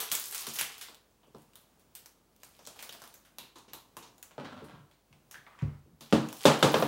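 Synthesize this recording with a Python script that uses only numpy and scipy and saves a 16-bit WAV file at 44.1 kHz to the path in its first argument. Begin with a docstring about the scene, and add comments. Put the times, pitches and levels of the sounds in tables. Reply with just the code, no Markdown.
"""Film rustles at once and clicks as plastic wrap is pulled off and dropped in a quiet, faintly humming kitchen.
Soft bumps follow; plastic caps tap in a tray, a wooden rod knocks and slides, fingers rub a cap, and a cap
falls on the laminate floor and bounces. Clicks, ticks, taps and knocks are coloured noise bursts with echoes
and a room wash; bumps are sagging sines with rumble; rustle, slide and rub are streams of random snaps."""
import sys
import numpy as np
from scipy import signal
from scipy.fft import rfft, irfft, next_fast_len
from scipy.io import wavfile
from scipy.ndimage import map_coordinates

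SR = 44100
rng = np.random.default_rng(int(sys.argv[2]) if len(sys.argv) > 2 else 0)


def generate_wav(sig):
    """Save sig (samples, or channels by samples) to the path in sys.argv[1] as 16-bit PCM at SR."""
    pcm = np.round(np.clip(np.atleast_2d(sig).T, -1, 1) * 32767).astype(np.int16)
    wavfile.write(sys.argv[1], SR, pcm)


N = 302967
TAIL = SR // 3  # samples of each impact and room answer


def amp(db):
    """Decibels to amplitude factor."""
    return 10 ** (np.asarray(db) / 20)


def unit(x):
    """Scale to RMS 1."""
    return x / np.sqrt(np.mean(x ** 2) + 1e-20)


def along(points, hz):
    """Interpolate (Hz, value) points on a log frequency axis."""
    f, v = np.transpose(points)
    return np.interp(np.log(hz + 1), np.log(f + 1), v)


def gain(*spans):
    """Level curves in dB as a gain per sample, silent outside their spans."""
    t = np.arange(N) / SR
    return sum(amp(np.interp(t, *np.transpose(rows), left=-200, right=-200)) for rows in spans)


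def strokes(rows):
    """Each stroke sets in quickly, holds its level and fades."""
    t, attack_s = np.arange(N) / SR, 0.015
    track = np.zeros(N)
    for s, db, hold_s, fade_db_per_s in rows:
        attack = np.clip((t - s) / attack_s, 0, 1)
        track += attack * amp(db - fade_db_per_s * np.maximum(t - s - hold_s, 0))
    return track


def wobble(rate_hz):
    """Smooth random curve with rate_hz knots a second."""
    knots = rng.standard_normal(int(N * rate_hz / SR) + 4)
    return map_coordinates(knots, [np.arange(N) * rate_hz / SR])


def coloured(x, db_at):
    """Filter x with a gain in dB for each frequency."""
    m = next_fast_len(len(x) + 4096)
    return irfft(rfft(x, m) * amp(db_at(np.fft.rfftfreq(m, 1 / SR))), m)[:len(x)]


def causal(x, db_at):
    """Minimum-phase filter with this gain: nothing sounds before the blow."""
    m = 8192  # x is cut to this length
    log_gain = np.log(amp(db_at(np.fft.rfftfreq(m, 1 / SR))) + 1e-6)
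    cepstrum = irfft(log_gain, m)
    cepstrum[1:m // 2] *= 2
    cepstrum[m // 2 + 1:] = 0
    return irfft(rfft(x, m) * np.exp(rfft(cepstrum)), m)


# Decay of the room. Each row: frequency in Hz, t60 in seconds.
ROOM_DECAY = [(100, 0.42), (300, 0.34), (1000, 0.43), (5000, 0.37), (13000, 0.28)]


def reverb(noise):
    """Noise of which each frequency dies at the room's own speed."""
    hz, t, z = signal.stft(noise, SR, nperseg=256)
    decay = amp(-60 * t / along(ROOM_DECAY, hz)[:, None])
    return signal.istft(z * decay, SR, nperseg=256)[1][:TAIL]


def in_room(x, wet_db):
    """A running sound plus the room's answer to it."""
    tail = reverb(rng.standard_normal(TAIL))
    tail = tail / np.linalg.norm(tail)
    delayed = np.pad(x, (150, 0))
    return x + amp(wet_db) * signal.fftconvolve(delayed, tail)[:N]


# First echoes, before random spread. Each row: delay in seconds, level in dB.
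FIRST_ECHOES = [(.0018, -5.5), (.0065, -10), (0.014, -22), (0.016, -20.5), (.024, -38), (0.032, -27.5),
                (0.045, -32)]


def strike(db_at, crack_s, wet_db, fill_s, thin_hz=900):
    """A short coloured crack of peak 1, its first echoes and the room filling up behind it."""
    t, noise = np.arange(TAIL) / SR, rng.standard_normal((2, TAIL))
    noise[0, 0] = 4  # strong first contact
    # the bass builds up only in the room
    thin = lambda hz: db_at(hz) - 10 * np.log10(1 + (thin_hz / (hz + 1)) ** 2)
    crack = causal(noise[0] * amp(-60 * t / crack_s), thin)
    crack = np.pad(crack, (0, TAIL - len(crack))) / np.abs(crack).max()
    echoes = np.zeros(TAIL)
    for delay_s, db in FIRST_ECHOES:
        level = amp(db + rng.normal(0, 3))
        echoes += level * np.roll(crack, round(delay_s * rng.normal(1, .1) * SR))
    wash = (1 - np.exp(-t / fill_s)) * reverb(unit(coloured(noise[1], db_at)))
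    return crack + echoes + amp(wet_db) * wash


def add(track, s, sound):
    """Mix a sound in at s seconds."""
    track[round(s * SR):][:len(sound)] += sound


def grains(per_s, spread_db, clump_db):
    """Random tiny snaps, a few of them large, coming in clumps."""
    draw = rng.random((3, N))
    size = amp(-spread_db * np.log(draw[1] + 0.0047) + clump_db * wobble(40))
    return unit((draw[0] < per_s / SR) * size * np.sign(draw[2] - .5))


# Handling of the film, one list per span. Each row: time in seconds, rustle in dB.
RUSTLE_LEVELS = [
    [(0.0, -39.5), (0.112, -55), (0.522, -48.5), (0.79, -58), (0.964, -91)],
    [(1.35, -68), (1.43, -68), (1.5, -108)],
    [(2.4, -71), (2.5, -68.5), (2.872, -62), (2.992, -63.5), (3.35, -88)],
    [(6.0, -69), (6.25, -57.5), (6.318, -61.5), (6.44, -45), (6.56, -54), (6.65, -52), (6.87, -52)],
]
# Colour of the film. Each row: frequency in Hz, gain in dB.
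FILM_COLOUR = [(88, -43), (150, 14), (348, -1), (457, 5.5), (589, -20), (689, -7), (3100, 2), (15100, -12),
               (16000, -3.5)]
# Large to tiny folds. Each row: centre in Hz, level in dB.
FOLD_SIZES = [(900, 5.5), (3500, 1), (8000, 1), (13000, 2.5)]


def film():
    """Thin film buckles in many creases; each size of fold snaps in its own band."""
    crackle = np.zeros(N)
    for fold_hz, db in FOLD_SIZES:
        band = lambda hz: along(FILM_COLOUR, hz) - 14 * np.log((hz + 1) / fold_hz) ** 2
        crackle += amp(db) * coloured(grains(300, spread_db=4, clump_db=3.0), band)
    return in_room(gain(*RUSTLE_LEVELS) * unit(crackle), wet_db=-1.0)


# Colour of the room tone. Each row: frequency in Hz, gain in dB.
HUSH_COLOUR = [(18, -37), (30, 2), (53, -2), (210, -0.5), (295, -2.5), (364, -3.5), (988, -9.5),
               (1910, -17.5), (6900, -20.5), (12300, -23), (14800, -23), (16000, -14)]
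HUM_HZ = 50


def room_tone():
    """Faint noise that drifts a little, and a mains hum sine."""
    hush = unit(coloured(rng.standard_normal(N), lambda hz: along(HUSH_COLOUR, hz)))
    hum = np.sin(2 * np.pi * HUM_HZ * np.arange(N) / SR)
    drift_db = 1.0 * wobble(3.9) + 0.13 * wobble(14.0)
    return amp(-67 + drift_db) * hush + amp(-65.5) * hum


# Creases of the wrap and small parts clicking. Each row: start in seconds, crack peak in dB,
# ring in Hz, body in dB, air in dB, wash under the crack in dB.
CLICK_EVENTS = [(.0034, -20, 3250, -16, -10.5, -12.5), (0.1164, -9.5, 3640, -23.5, -20, -22.5),
                (0.1226, -11.5, 3160, -13.5, -9, -18), (.1519, -10.5, 6550, -29, -11, -23),
                (0.2068, -29, 4650, -37, -21, -16), (.325, -23, 8300, -27, -18.5, -17.5),
                (0.3471, -20, 6150, -21, -11.5, -14.5), (0.4081, -25, 5270, -14.5, -10, -14),
                (0.4686, -19, 4150, -19, -17.5, -20), (0.537, -27.5, 2920, -25, -2, -12),
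                (0.5577, -22.5, 3920, -24, -14.5, -15), (0.5877, -18, 2920, -23.5, -16, -11.5),
                (0.6118, -13, 10800, -19.5, -24.5, -24.5), (.781, -30.5, 4440, -22, -14, -19.5),
                (0.8122, -26.5, 3300, -22, -18, -14.5), (0.8852, -37, 3730, -8.5, -24, -16),
                (.946, -37.5, 3760, -33, -19, -24.5), (1.2331, -56, 2870, -5, -42, -9),
                (1.348, -45.5, 1000, 4, -29, -12.5), (1.5346, -46, 2670, -12, -17, -24),
                (1.556, -32, 3350, -14.5, -12.5, -23), (1.7958, -49.5, 2300, -1, -15, -16.5),
                (1.952, -27, 14100, -16.5, -13.5, -19.5), (2.0597, -31.5, 6640, -10, -15.5, -25),
                (2.363, -49.5, 5700, -30, -15, -25), (2.4334, -31, 4800, -15, -18, -24.5),
                (2.5916, -43.5, 6100, -3, -25, -14.5), (2.673, -24, 3530, 2, -16.5, -25),
                (2.76, -46.5, 1595, -1, -17, -9), (2.791, -34.5, 2440, -12, -22, -13.5),
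                (2.826, -25, 2270, -11.5, -15, -18.5), (2.8932, -25, 3340, -13.5, -24.5, -23.5),
                (2.9258, -29, 4640, -6.5, -13, -20.5), (2.9493, -37, 1680, -0.5, -26, -19.5),
                (3.0016, -41, 4150, -28, -24, -23), (3.019, -31.5, 1570, -5, -18.5, -20),
                (3.0392, -32.5, 6800, -8, -20, -19.5), (3.0757, -34, 3840, -18, -12, -23),
                (3.141, -31.5, 6840, -3, -11.5, -22.5), (3.2495, -54.5, 1540, -19, -21, -6),
                (4.1812, -41, 7100, -1, -12, -21), (4.2279, -26, 7700, -12.5, -14.5, -25),
                (4.31, -46, 2540, -5, -32, -14.5), (4.4467, -43.5, 1630, -9, -44, -5),
                (4.6426, -45, 1510, -7, -17, -14.5), (4.9127, -48, 4260, -12, -29.5, -18.5),
                (5.1278, -49.5, 2250, -10, -29, -16.5), (5.312, -30, 6200, -14, -12, -20.5),
                (5.3429, -38, 1700, -17.5, -66, -11.5), (5.4657, -46, 2060, -7, -48, -12.5),
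                (5.5899, -46.5, 2210, -21, -43, -9.5), (6.0086, -37, 3930, -9, -18, -12.5),
                (6.2878, -29, 2830, -16, -23.5, -22.5), (6.328, -23, 5640, -5.5, -10, -24)]
RING_DB, RING_PER_AIR_DB = 1, -0.19  # hump at the ring; dull clicks ring more


def clicks():
    """Each click is broad, with a hump at its ring, some body, some air and a ragged colour of its own."""
    track = np.zeros(N + SR)
    for s, db, ring_hz, body_db, air_db, wet_db in CLICK_EVENTS:
        slope = [(120, body_db - 9), (700, body_db), (1300, body_db / 2 - 6.5),
                 (2000, -16.5), (3200, -15), (12000, air_db)]
        ragged_db = 2.5 * rng.standard_normal(size=18)  # one knot per kHz
        ring_db = RING_DB + RING_PER_AIR_DB * air_db
        hump = lambda hz: ring_db * np.exp(-(np.log((hz + 1) / ring_hz) / 0.19) ** 2)
        ragged = lambda hz: np.interp(hz / 1000, np.arange(len(ragged_db)), ragged_db)
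        colour = lambda hz: along(slope, hz) + hump(hz) + ragged(hz)
        add(track, s, amp(db) * strike(colour, crack_s=0.0075, wet_db=wet_db, fill_s=0.00011))
    return track[:N]


# Thin dry ticks of the smallest folds. Each row: start in seconds, crack peak in dB, pitch in Hz.
TICK_EVENTS = [(0.198, -19, 13000), (0.2403, -24, 6200), (0.2574, -23, 13100), (0.2837, -26, 14000),
               (0.312, -23, 11900), (0.38, -21.5, 6370), (0.4886, -24.5, 6500), (0.6294, -27, 7310),
               (1.11, -58.5, 5940), (1.271, -60, 6000), (1.42, -50, 12500), (1.615, -48, 14000),
               (2.4465, -40.5, 8950), (2.652, -42, 4500), (2.6658, -32.5, 6000), (2.806, -36, 11100),
               (2.9325, -42, 5000), (3.128, -50, 5000), (3.585, -43, 7000), (4.065, -56, 6500),
               (5.621, -47.5, 3800), (6.37, -34, 11860), (6.592, -31, 12500), (6.72, -25, 14600),
               (6.734, -28.5, 11800), (6.783, -28, 13200), (6.801, -24, 12000), (6.816, -26, 13000)]


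def ticks():
    """A tiny fold snaps very briefly and hardly wakes the room."""
    track = np.zeros(N + SR)
    for s, db, pitch_hz in TICK_EVENTS:
        colour = lambda hz: -18 * np.log((hz + 1) / pitch_hz) ** 2
        add(track, s, amp(db) * strike(colour, crack_s=0.0035, wet_db=-19.5, fill_s=0.0057))
    return track[:N]


# Floor and room modes, before random spread. Each row: frequency in Hz, level in dB, t60 in seconds.
FLOOR_MODES = [(78.6, 3, 0.15), (110.5, -17.5, 0.56), (144.6, 6.5, 0.32), (169.4, -7.5, 0.35),
               (228.2, 2, 0.31), (311.5, -3.5, 0.38), (410, 0.5, 0.13), (444.6, 11.5, 0.065),
               (540.4, 4, 0.14), (560, -24, 0.15), (828, -21, 0.31), (963, -9, 0.19), (1070, -28, 0.9)]


def boards(db_at):
    """The floor and room modes as decaying sines, rung at new strengths."""
    t, ring = np.arange(TAIL) / SR, np.zeros(TAIL)
    for hz, level_db, t60_s in FLOOR_MODES:
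        decay = amp(level_db + db_at(hz) + rng.normal(0, 1.53) - 60 * t / t60_s)
        ring += decay * np.sin(2 * np.pi * hz * rng.normal(1, 0.019) * t)
    return ring


# Soft bumps of knees and rod ends. Each row: start in seconds, level in dB, strongest pitch in Hz.
THUD_EVENTS = [(0.472, -41.5, 353), (0.609, -50.5, 185), (.89, -54, 842), (1.272, -52.5, 395),
               (1.345, -42.5, 348), (4.62, -38.5, 369), (4.733, -41.5, 147), (4.79, -45.5, 128),
               (5.108, -49, 142), (5.38, -56, 129), (5.624, -18.5, 102), (5.86, -52.5, 305),
               (5.913, -48, 149), (6.01, -47, 250)]
FALL_DB_PER_OCT, RISE_DB_PER_OCT = 11, 4  # above and below the strongest pitch
SAG_S, SAG_FROM = 0.0195, 1.3  # the push sags onto its pitch from this ratio above


def thuds():
    """A soft contact lasts long, so it passes mostly bass and swells in."""
    track, t = np.zeros(N + SR), np.arange(TAIL) / SR
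    for s, db, strongest_hz in THUD_EVENTS:
        octaves = lambda hz: np.log2((hz + 1) / strongest_hz)
        soft = lambda hz: -np.maximum(FALL_DB_PER_OCT * octaves(hz), -RISE_DB_PER_OCT * octaves(hz))
        rumble = reverb(unit(coloured(rng.standard_normal(TAIL), soft)))
        turns = strongest_hz * (t + (SAG_FROM - 1) * SAG_S * (1 - np.exp(-t / SAG_S)))
        push = amp(-6 - 60 * t / 0.13) * np.sin(2 * np.pi * turns)
        swell = 1 - np.exp(-t / 0.0039)
        add(track, s, amp(db) * swell * (amp(-13) * rumble + amp(-10.5) * boards(soft) + push))
    return track[:N]


# Plastic caps tapping in the tray. Each row: start in seconds, crack peak in dB.
TAP_EVENTS = [(3.385, -23.5), (3.4352, -71), (3.5572, -42.5), (3.68, -65), (3.7342, -24), (3.9684, -27),
              (4.0258, -45)]
# Resonances of caps and tray. Each row: centre in Hz, width in Hz, level in dB before random spread.
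CAP_MODES = [(302, 210, 9), (983, 230, 8.5), (2750, 580, 3), (3840, 640, 5), (6100, 2000, -2.5),
             (6850, 720, -2), (10100, 3900, -1), (13300, 2000, 0)]
TAP_BODY_DB = 2.5
TAP_AIR_DB, AIR_PER_DB = 13.5, 0.53  # air of a full-scale tap; glancing taps are duller
TAP_ROOM_DB, ROOM_PER_DB = -39.5, -0.74  # glancing taps have less crack over their wash


def taps():
    """Every tap wakes the same resonances at new strengths."""
    track = np.zeros(N + SR)
    for s, db in TAP_EVENTS:
        slope = [(1200, TAP_BODY_DB), (2500, 0), (6000, 0), (12000, TAP_AIR_DB + AIR_PER_DB * db)]
        modes = [(hz, width_hz, level_db + rng.normal(0, 2.5)) for hz, width_hz, level_db in CAP_MODES]
        power = lambda f: sum(amp(2 * g) / (1 + (2 * (f - c) / w) ** 2) for c, w, g in modes)
        colour = lambda f: along(slope, f) + 10 * np.log10(power(f))
        wet_db = TAP_ROOM_DB + ROOM_PER_DB * db
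        add(track, s, amp(db) * strike(colour, crack_s=0.0065, wet_db=wet_db, fill_s=0.0014))
    return track[:N]


# Hard blows on the floor boards. Each row: start in seconds, crack peak in dB, thump in dB, tick in dB.
KNOCK_EVENTS = [(4.38, -31, 1.5, -44), (6.126, -9, 8.5, -20.5), (6.454, -4, -1, -12),
                (6.627, -6.5, 1, -12.5), (6.742, -11, -2, -21), (6.824, -15.5, -1, -30)]
# Colour of a blow's noise. Each row: frequency in Hz, gain in dB.
BLOW_COLOUR = [(47, -11), (80, -22), (139, 8.5), (242, -7.5), (386, -9), (563, -6.5), (657, -11.5),
               (802, -10.5), (958, -12.5), (1090, -13.5), (1700, -18), (1900, -21.5), (3620, -16),
               (16000, -50)]
BOOM_DB, KNOCK_ROOM_DB = -14, -11  # deepest bass under the thump, room under the crack
HARD_DB, HARD_PER_DB = -3, 0.46  # treble of a full-scale blow; weaker blows are duller


def knocks():
    """A hard contact gives a tick, a crack, the room behind it and the ringing boards."""
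    track, t = np.zeros(N + SR), np.arange(TAIL) / SR
    tick_colour = [(800, -11), (3500, 5.5), (7000, 7.0), (14000, -6.0)]
    for s, db, thump_db, tick_db in KNOCK_EVENTS:
        hard_db = HARD_DB + HARD_PER_DB * db
        contact = [(150, thump_db + BOOM_DB), (270, thump_db), (480, 0), (1200, 0.048 * hard_db), (3500, hard_db)]
        ring = boards(lambda hz: along(contact, hz)) * (1 - np.exp(-t / 0.0048))
        blow = strike(lambda hz: along(BLOW_COLOUR, hz) + along(contact, hz),
                      crack_s=0.029, wet_db=KNOCK_ROOM_DB, fill_s=0.0084, thin_hz=300)
        tick = strike(lambda hz: along(tick_colour, hz), crack_s=0.0059, wet_db=-11.5, fill_s=0.0023)
        add(track, s, amp(db) * (blow + amp(tick_db) * tick + amp(-15.5) * ring))
    return track[:N]


# A rod jerks loose, then drags in the tray.
# Each row: start in seconds, level in dB, hold in seconds, fade in dB per second.
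ROD_STROKES = [(4.385, -44, 0.025, 205), (4.47, -57, 0.29, 193)]
# Colour of the tray. Each row: frequency in Hz, gain in dB.
TRAY_COLOUR = [(53, -25), (90, 0), (138, 3), (301, 2), (362, -5), (1290, -3.5), (2150, -15.5),
               (3240, -13.5), (12000, -41.5), (15600, -66), (22000, -120)]


def rod():
    """Wood judders over moulded plastic: dense clumped snaps in the tray's colour."""
    snaps = grains(700, spread_db=2.5, clump_db=5)
    judder = unit(coloured(snaps, lambda hz: along(TRAY_COLOUR, hz)))
    return in_room(strokes(ROD_STROKES) * judder, wet_db=0.5)


# Fingers rubbing a cap. Each row: start in seconds, level in dB, hold in seconds, fade in dB per second.
RUB_STROKES = [(5.46, -62.5, 0.023, 130), (5.575, -57.5, 0.08, 156)]
# Colour of skin on plastic. Each row: frequency in Hz, gain in dB.
SKIN_COLOUR = [(350, -35), (600, -14), (1140, -2), (2230, -11.5), (3020, -18.5), (7020, -39), (8000, -33.5),
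               (10400, -63), (17600, -120)]


def rub():
    """Skin slips over hollow plastic in very dense tiny snaps."""
    snaps = grains(3000, spread_db=3.5, clump_db=6)
    slips = unit(coloured(snaps, lambda hz: along(SKIN_COLOUR, hz)))
    return in_room(strokes(RUB_STROKES) * slips, wet_db=-1.5)


def scene():
    """All sources sum at one microphone."""
    handling = film() + clicks() + ticks() + thuds()
    tray_and_floor = taps() + knocks() + rod() + rub()
    return (handling + tray_and_floor + room_tone())[None]


LOW_HZ, TOP_HZ = 66.5, 15800


def record(dry):
    """The microphone drops the deep bass; a steep band limit removes the top treble."""
    high_pass = signal.butter(4, LOW_HZ, "highpass", fs=SR, output="sos")
    heard = signal.sosfilt(high_pass, dry[0])
    return coloured(heard, lambda hz: -120. * (hz > TOP_HZ))[None]


dry = scene()
out = record(dry)
generate_wav(out)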